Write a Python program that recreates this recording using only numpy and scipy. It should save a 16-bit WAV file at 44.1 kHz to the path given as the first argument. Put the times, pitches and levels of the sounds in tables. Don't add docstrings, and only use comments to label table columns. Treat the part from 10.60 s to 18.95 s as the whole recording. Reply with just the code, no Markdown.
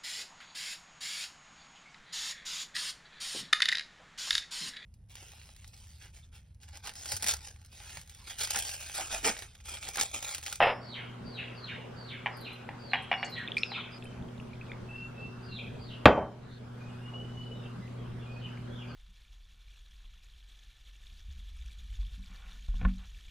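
import sys
import numpy as np
from scipy import signal
from scipy.fft import rfft, irfft
from scipy.io import wavfile
from scipy.ndimage import uniform_filter1d

SR = 44100
rng = np.random.default_rng(int(sys.argv[2]) if len(sys.argv) > 2 else 0)


def inscribe(sig):
    pcm = np.round(np.clip(np.atleast_2d(sig).T, -1, 1) * 32767)
    wavfile.write(sys.argv[1], SR, pcm.astype(np.int16))


N = 368235


def gain_of(db):
    return 10 ** (np.asarray(db) / 20)


def unit_rms(x):
    return x / np.sqrt(np.mean(x ** 2) + 1e-20)


def curve_at(points, hz):
    point_hz, value = np.transpose(points)
    return np.interp(np.log(hz + 1), np.log(point_hz + 1), value)


def add(mix, start_s, sound):
    part = mix[max(round(start_s * SR), 0):][:len(sound)]
    part += sound[:len(part)]


def wander(shape, *spans):
    x = rng.standard_normal(shape)
    for axis, span in enumerate(spans):
        x = uniform_filter1d(uniform_filter1d(x, span, axis), span, axis)
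    return unit_rms(x)


def stereo(common, opposed, coherence, hz):
    alike = np.clip(curve_at(coherence, hz), 0, 1)[:, None]
    mid, side = common * np.sqrt((1 + alike) / 2), opposed * np.sqrt((1 - alike) / 2)
    return np.array([mid + side, mid - side])


def reverberation(x, decays, coherence, gap_s, lumps_db, rise_s):
    slots = np.arange(0, SR // 2, 20)
    taps = np.zeros((2, SR))
    arrivals = round(gap_s * SR) + slots + rng.integers(0, 20, (2, len(slots)))
    np.put_along_axis(taps, arrivals, rng.choice([-1., 1.], arrivals.shape), 1)
    hz, t, spectra = signal.stft(taps, SR, nperseg=256)
    decay_db = lumps_db * wander(spectra[0].shape, 2, 4) - 60 * t / curve_at(decays, hz)[:, None]
    spectra = stereo(*spectra, coherence, hz) * gain_of(decay_db)
    spectra *= np.sqrt(1 - np.exp(-(t + 0.0016) / rise_s))
    tail = signal.istft(spectra, SR, nperseg=256)[1]
    return signal.fftconvolve(x[None], tail / np.linalg.norm(tail[0]), axes=1)[:, :N]


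def rings(events, modes, rise_s=0.001):
    out, t = np.zeros(N), np.arange(SR // 2) / SR
    hz, db, t60 = np.transpose(modes)[:, :, None]
    ring = (gain_of(db - 60 * t / t60) * np.sin(2 * np.pi * hz * t)).sum(0)
    ring *= np.sin(np.pi / 2 * np.minimum(t / rise_s, 1)) ** 2
    for start_s, level_db in events:
        add(out, start_s, gain_of(level_db) * ring)
    return out


def impacts(events, spectrum, modes, crunch_s, size=2048):
    t = np.arange(size) / SR
    log_gain = np.log(gain_of(curve_at(spectrum, abs(np.fft.fftfreq(2 * size, 1 / SR)))))
    pulse = np.fft.ifft(np.exp(np.conj(signal.hilbert(log_gain)))).real[:size]
    out = rings([(start_s, peak_db + ring_db) for start_s, peak_db, ring_db in events], modes)
    for start_s, peak_db, _ in events:
        crunch = 0.57 * rng.standard_normal(size) * np.exp(-t / crunch_s)
        crunch[0] = 1
        contact = np.convolve(crunch, pulse)
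        add(out, start_s, gain_of(peak_db) * contact / abs(contact).max())
    return out


DEEPEN_S = 3.385
AIR_SPECTRUM = [(25, -76.5), (60, -74), (150, -70), (220, -71), (310, -81), (420, -76), (700, -83),
                (1550, -86), (1750, -91.5), (3200, -95.5), (5000, -102), (8000, -108.5), (12000, -115),
                (13000, -124), (15500, -120)]
EARLY_TILT = [(30, -8), (100, -4), (300, 0), (1500, 3), (5000, 0)]
AIR_COHERENCE = [(60, 1), (200, 0.84), (500, 0.049), (2000, 0.48), (6000, 0.022), (12000, 0.04)]


def room_tone():
    frames, hz = N // 256 + 5, np.fft.rfftfreq(1024, 1 / SR)
    mid_re, mid_im, side_re, side_im, patches = rng.standard_normal((frames, 513, 5)).T
    patches = unit_rms(uniform_filter1d(uniform_filter1d(patches, 12, 0), 14, 1))
    early = np.arange(frames) * 256 / SR < DEEPEN_S
    db = curve_at(AIR_SPECTRUM, hz)[:, None] + curve_at(EARLY_TILT, hz)[:, None] * early + 2 * patches
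    noise = stereo(mid_re + 1j * mid_im, side_re + 1j * side_im, AIR_COHERENCE, hz)
    return signal.istft(noise * gain_of(db) * np.sqrt(SR / 1024), nperseg=1024, noverlap=768)[1][:, :N]


HUM_LINES = [(120.9, -45.5, 0.17), (241, -52, 0.46), (371, -62.5, 5.7)]


def refrigerator():
    t, out = np.arange(N) / SR, np.zeros(N)
    for hz, db, width_hz in HUM_LINES:
        pole = np.exp(-np.pi * width_hz / SR)
        drift = signal.lfilter([1], [1, -2 * pole, pole * pole], rng.standard_normal((2, N)))
        waver = 1 + 0.22 * (unit_rms(drift[0]) + 1j * unit_rms(drift[1]))
        out += gain_of(db) * np.sqrt(2) * (waver * np.exp(2j * np.pi * hz * t)).real
    return out * gain_of(np.where(t < DEEPEN_S, -3, 0))


DRAG_SPECTRUM = [(150, -18.5), (350, -18), (520, -3.5), (700, 0), (1200, -10), (2000, -10.5), (2700, -10),
                 (3800, -24.5), (4600, -40), (9000, -76)]
SMALL_BOTTLE_MODES = [(765, 4.5, 0.023), (1775, -11.5, 0.2), (2680, -8, 0.073), (4970, -33, 0.27),
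                      (5360, -29, 0.48), (5460, -41, 0.45), (10800, -36, 0.17)]


def dragged_bottle(length_s=0.105, gap_s=0.011, fade_db_per_s=41, ring_db=-10):
    slots_s = np.arange(0, length_s, gap_s)
    lateness, strength = rng.uniform(0, 1, (len(slots_s), 2)).T
    starts_s = slots_s + 0.5 * gap_s * lateness
    peaks_db = -15 - fade_db_per_s * slots_s + 5 * (2 * strength - 1)
    contacts = [(start_s, peak_db, ring_db) for start_s, peak_db in zip(starts_s, peaks_db)]
    return impacts(contacts, DRAG_SPECTRUM, SMALL_BOTTLE_MODES, crunch_s=0.019)


# start_s, length_s, first_hz, last_hz, level_db, slow_glide_share
SLUR_NOTES = [(0.201, 0.16, 4655, 1355, -48, 0.28), (0.632, 0.16, 4745, 1050, -50.5, 0.24),
              (0.928, 0.17, 4790, 1308, -50.5, 0.37), (1.35, 0.17, 4680, 1190, -52.5, 0.23),
              (1.7, 0.17, 4990, 1633, -52.5, .45), (2.175, 0.21, 4740, 2030, -51.5, .4),
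              (2.502, 0.19, 5460, 4910, -55, .4), (2.559, 0.21, 4510, 4020, -49, 0.46),
              (2.705, 0.061, 4095, 1440, -45.5, 0.14), (2.744, 0.046, 1964, 1390, -40, 0.47),
              (2.982, 0.163, 5435, 1790, -43.5, 0.36), (3.136, 0.034, 1497, 700, -48.5, .4),
              (3.299, 0.077, 4880, 5170, -50, 0.72), (4.814, 0.063, 4760, 4380, -54, .4),
              (4.889, 0.1, 4203, 2096, -49, 0.47), (5.179, 0.13, 4750, 2190, -54.5, 0.42),
              (5.802, 0.11, 4040, 3290, -62, 0.45), (5.875, .092, 4370, 3920, -62.5, 0.35),
              (6.263, 0.041, 2930, 2540, -69, 0.38), (6.93, 0.1, 3840, 1995, -65.5, .3),
              (7.36, 0.07, 3350, 2470, -67.5, 0.33), (7.55, 0.08, 3570, 2480, -65, 0.74),
              (7.7, 0.11, 4710, 3310, -65, 0.51), (7.8, 0.047, 3080, 2400, -52.5, 0.695),
              (8.11, 0.12, 3380, 2090, -56.5, 0.46), (8.25, 0.056, 4890, 4300, -56.5, 0.37),
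              (8.278, 0.021, 1630, 990, -48, 0.36)]


def slurs(paths=3, swell_db_per_octave=8, flutter_db=4.5, attack_s=0.018):
    out = np.zeros((paths, N))
    for k, (start_s, length_s, first_hz, last_hz, db, slow_share) in enumerate(SLUR_NOTES):
        u = np.arange(0, 1, 1 / (length_s * SR))
        jitter, flutter = (wander(SR // 4, span)[:len(u)] for span in (70, 110))
        glide = slow_share * u ** 1.6 + (1 - slow_share) * u ** 7
        hz = (first_hz + (last_hz - first_hz) * glide) * (1 + 0.021 * jitter)
        swell_db = swell_db_per_octave * np.log2(first_hz / last_hz) * u ** 5.4
        sag_db = -4 * np.sin(np.pi * u ** 2)
        level = gain_of(db + swell_db + sag_db + flutter_db * flutter)
        edges = np.minimum(u * length_s / attack_s, 1) * signal.windows.tukey(len(u), 0.1)
        add(out[k % paths], start_s, level * edges * np.sin(2 * np.pi * np.cumsum(hz) / SR))
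    return out


# start_s, length_s, first_hz, last_hz, level_db, loudest_at_share
WHISTLE_NOTES = [(.235, 0.064, 5170, 5340, -55, .4), (1.06, .15, 3700, 3700, -60, 0.34),
                 (1.8, 0.17, 4170, 4030, -53.5, 0.3), (3.44, 0.067, 3120, 3090, -65, 0.44),
                 (4.275, 0.11, 2594, 2735, -49, 0.61), (4.355, 0.13, 2695, 2733, -51, 0.43),
                 (4.539, 0.18, 2564, 2733, -53, 0.53), (4.877, 0.084, 2795, 2730, -57, 0.29),
                 (6.175, 0.13, 2390, 2530, -60, 0.6), (6.33, 0.028, 2470, 2500, -66, .6),
                 (6.4, 0.126, 2754, 2935, -61.5, 0.44), (6.525, 0.12, 2880, 2990, -52, 0.17),
                 (6.718, 0.29, 2906, 2980, -55.5, 0.35), (7.21, 0.06, 2040, 2026, -59, .5),
                 (7.645, 0.16, 2395, 2530, -56, 0.6), (8.057, 0.11, 3100, 3470, -68, 0.67)]


def whistles(edge_db=-10, wobble=0.005):
    out = np.zeros(N)
    for start_s, length_s, first_hz, last_hz, db, crest in WHISTLE_NOTES:
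        u = np.arange(0, 1, 1 / (length_s * SR))
        waver = 1 + wobble * wander(SR // 2, 500)[:len(u)]
        hz = (first_hz + (last_hz - first_hz) * u ** 0.634) * waver
        tone = np.sqrt(2) * np.sin(2 * np.pi * np.cumsum(hz) / SR)
        from_crest = np.where(u < crest, 1 - u / crest, (u - crest) / (1 - crest))
        envelope = gain_of(db + edge_db * from_crest ** 1.25) * signal.windows.tukey(len(u), 0.4)
        add(out, start_s, envelope * tone)
    return out * (0.85 + 0.5 * wander(N, 400))


GARDEN_DECAY = [(1500, 0.34), (3000, 0.56), (4300, 0.33), (5500, 0.24)]
GARDEN_COHERENCE = [(1500, 1), (5000, 0.68)]
ECHO_BREAKS = [3.385, 5.985]
WINDOW_RESPONSE = [(1000, 5), (1600, 6), (1950, 1.5), (2400, 3.5), (3100, 6.5), (3800, 4), (4600, -1),
                   (5500, -3)]


def birds():
    gliding, held = slurs(), whistles()
    direct = gain_of(-17) * gliding.sum(0) + gain_of(-0.5) * held
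    out = np.array([direct, direct])
    stretch = np.searchsorted(ECHO_BREAKS, np.arange(N) / SR)
    for song in gliding + gain_of(-12.5) * held:
        for k in range(len(ECHO_BREAKS) + 1):
            gate = stretch == k
            out += gate * reverberation(gate * song, GARDEN_DECAY, GARDEN_COHERENCE,
                                        gap_s=0.0043, lumps_db=2.5, rise_s=0.017)
    transmission = gain_of(curve_at(WINDOW_RESPONSE, np.fft.rfftfreq(N, 1 / SR)))
    return irfft(rfft(out) * transmission, N)


KNOCK_HITS = [(1.66, -18, -38), (1.6635, -27, -30), (1.668, -22, -26), (1.675, -29, -30), (2.089, -27, -24),
              (2.318, -36, -32), (2.3335, -14, -13), (2.344, -18, -23), (2.355, -18, -30),
              (2.5145, -13.5, -12.5), (2.528, -17, -49), (2.538, -21, -7.5), (2.629, -18, -12.5),
              (2.635, -27.5, -35), (2.642, -32, -31), (3.118, -29.5, -30)]
KNOCK_SPECTRUM = [(350, -30.5), (750, 6), (1300, -7.5), (2300, 1), (3300, -9), (4300, -26), (9000, -62),
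                  (15000, -66)]
GLASS_MODES = [(520, -14, .05), (800, -10, 0.071), (1150, -14, .05), (1800, -10, .07), (2314, -3, 0.08),
               (2850, 1, 0.085), (3400, -10, .05), (5200, -32, .12)]


def bottle_knocks():
    return impacts(KNOCK_HITS, KNOCK_SPECTRUM, GLASS_MODES, crunch_s=0.0034)


FUNNEL_SPLASHES = [(1.768, -55, 10700), (1.806, -54, 11300), (1.927, -60, 10300), (2.423, -57, 9200),
                   (2.645, -45.5, 6550), (2.698, -58, 12000), (2.778, -62, 7300), (2.965, -56, 9200),
                   (2.969, -41, 4800), (2.989, -62, 5100), (3.034, -55, 5600), (2.979, -52, 7200),
                   (3.439, -59, 9000)]


def splashes(rise_s=0.0014, decay_s=0.013):
    out, t = np.zeros(N), np.arange(3000) / SR
    envelope = np.exp(-t / decay_s) * (1 - np.exp(-t / rise_s))
    for start_s, db, hz in FUNNEL_SPLASHES:
        band = signal.butter(3, [0.86 * hz, 1.2 * hz], "bandpass", output="sos", fs=SR)
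        puff = unit_rms(signal.sosfilt(band, rng.standard_normal(len(t))))
        droplets = gain_of(5 * wander(len(t), 40) - 3)
        add(out, start_s, gain_of(db) * puff * droplets * envelope)
    return out


def drips(start_s=2.85, end_s=4.2, per_s=14, low_hz=2350, high_hz=3700, cycles=16):
    draws = rng.uniform(0, 1, (round((end_s - start_s) * per_s), 3))
    return [(start_s + (end_s - start_s) * when, -59 + 12 * size, low_hz + (high_hz - low_hz) * pitch,
             cycles) for when, size, pitch in draws]


BUBBLES = [(2.597, -37, 2230, 25), (2.8761, -27.5, 3450, 23), (2.884, -29, 2460, 14),
           (2.9187, -23, 3250, 14), (2.944, -37, 3340, 25), (2.968, -19, 2424, 79), (2.968, -28, 3220, 8.9),
           (2.982, -25.5, 4300, 13), (2.981, -26, 2300, 14), (2.987, -33, 5100, 41), (3.024, -40, 2600, 18),
           (3.033, -16.5, 2610, 27), (3.033, -19, 3690, 12), (3.118, -39, 2180, 4), (3.424, -42, 3280, 15),
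           (3.4245, -43, 2580, 33), (3.438, -49, 3700, 15), (3.454, -42, 2560, 38), (3.527, -48, 2600, 12),
           (3.686, -51, 3200, 39), (3.7996, -39, 2680, 19), (3.932, -43, 2390, 56), (3.935, -54, 3980, 25),
           (3.954, -50, 3280, 14), (4.012, -38, 2530, 45), (4.066, -49, 2700, 11), (4.095, -46, 2450, 220),
           (4.117, -31, 2120, 11), (4.118, -41.5, 3450, 28), (4.133, -43, 2210, 16), (7.278, -46, 2620, 12),
           (7.974, -43, 2230, 16)]


def glugs(rise_s=0.0007):
    out, t = np.zeros(N), np.arange(1500) / SR
    for start_s, peak_db, hz, cycles in list(BUBBLES) + drips():
        decay = 7 * t * hz / max(cycles, 8)
        envelope = (1 - np.exp(-t / rise_s)) ** 3 * np.exp(-decay)
        phase = 2 * np.pi * hz * t * (0.962 + 0.015 * np.minimum(decay, 7))
        add(out, start_s, gain_of(peak_db) * envelope / envelope.max() * np.sin(phase))
    return out


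THUD_HITS = [(5.4565, 2.5, -36), (5.474, -9, -45)]
THUD_SPECTRUM = [(30, -37), (70, -5), (110, -6.5), (250, 4), (400, -3), (600, 1), (1100, -4.5),
                 (1550, -4.5), (2000, -13), (2800, -16), (5000, -32.5), (6200, -58), (7000, -37),
                 (9000, -73.5), (15000, -64)]
LARGE_BOTTLE_MODES = [(1890, -4, .2), (3106, -1, .44), (4861, -20, .25), (5905, -21, .33), (7585, -25, .2)]
ROCK_HITS = [(5.484, -7), (5.493, -9), (5.503, -10), (5.514, -20), (5.527, -12.5), (5.553, -22),
             (5.570, -15.5), (5.578, -14), (5.588, -17), (5.615, -25), (5.626, -35), (5.64, -35)]
ROCK_SPECTRUM = [(60, -15.5), (200, 2.5), (350, -2), (600, 4), (1000, -6.5), (1600, -20.5), (2500, -23.5),
                 (8000, -67)]
COUNTER_MODES = [(194, -2, .07), (420, -7, .06), (510, -2, .06), (600, -2, .07), (720, -4, .06),
                 (856, -2, .07), (1140, -9, .05), (1545, -10, .06)]


def large_bottle(rock_ring_db=-20, boom_db=-9):
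    landing = impacts(THUD_HITS, THUD_SPECTRUM, LARGE_BOTTLE_MODES, crunch_s=0.0052)
    boom = rings([(start_s, db + boom_db) for start_s, db, _ in THUD_HITS], COUNTER_MODES)
    rocks = [(start_s, db, rock_ring_db) for start_s, db in ROCK_HITS]
    return landing + boom + impacts(rocks, ROCK_SPECTRUM, COUNTER_MODES, crunch_s=0.0054)


KITCHEN_DECAY = [(100, 0.62), (500, 0.39), (1500, 0.4), (4000, 0.16), (10000, 0.57)]
KITCHEN_COHERENCE = [(100, 0.98), (300, 0.96), (1000, 0.96), (4000, 0.93), (9000, 0.1)]


def scene():
    knocks, heavy, drag = bottle_knocks(), large_bottle(), dragged_bottle()
    liquid = glugs() + splashes()
    scatter = gain_of(-6) * splashes() * np.array([[1], [-1]])
    send = gain_of(-5) * knocks + gain_of(-3) * heavy + gain_of(-7.5) * drag + gain_of(-8.5) * liquid
    room = reverberation(send, KITCHEN_DECAY, KITCHEN_COHERENCE, gap_s=0.004, lumps_db=1.6, rise_s=0.001)
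    return knocks + heavy + drag + liquid + scatter + room + birds() + room_tone() + refrigerator()


def record(dry, threshold_db=-28, slope=0.34, release_db_per_s=24.8, lag_samples=1500, edge_hz=15750):
    power_db = 10 * np.log10(abs(uniform_filter1d((dry ** 2).mean(0), 800)) + 1e-12)
    release_db = np.arange(N) * release_db_per_s / SR
    held_db = np.maximum.accumulate(power_db + release_db) - release_db
    over_db = np.maximum(held_db - threshold_db, 0)
    late_db = np.roll(uniform_filter1d(over_db, lag_samples), lag_samples)
    ducked = np.clip(dry / gain_of(slope * late_db), -1, 1)
    lowpass = signal.firwin(511, edge_hz, window=("kaiser", 9), fs=SR)
    return signal.oaconvolve(ducked, lowpass[None], "same")


dry = scene()
out = record(dry)
inscribe(out)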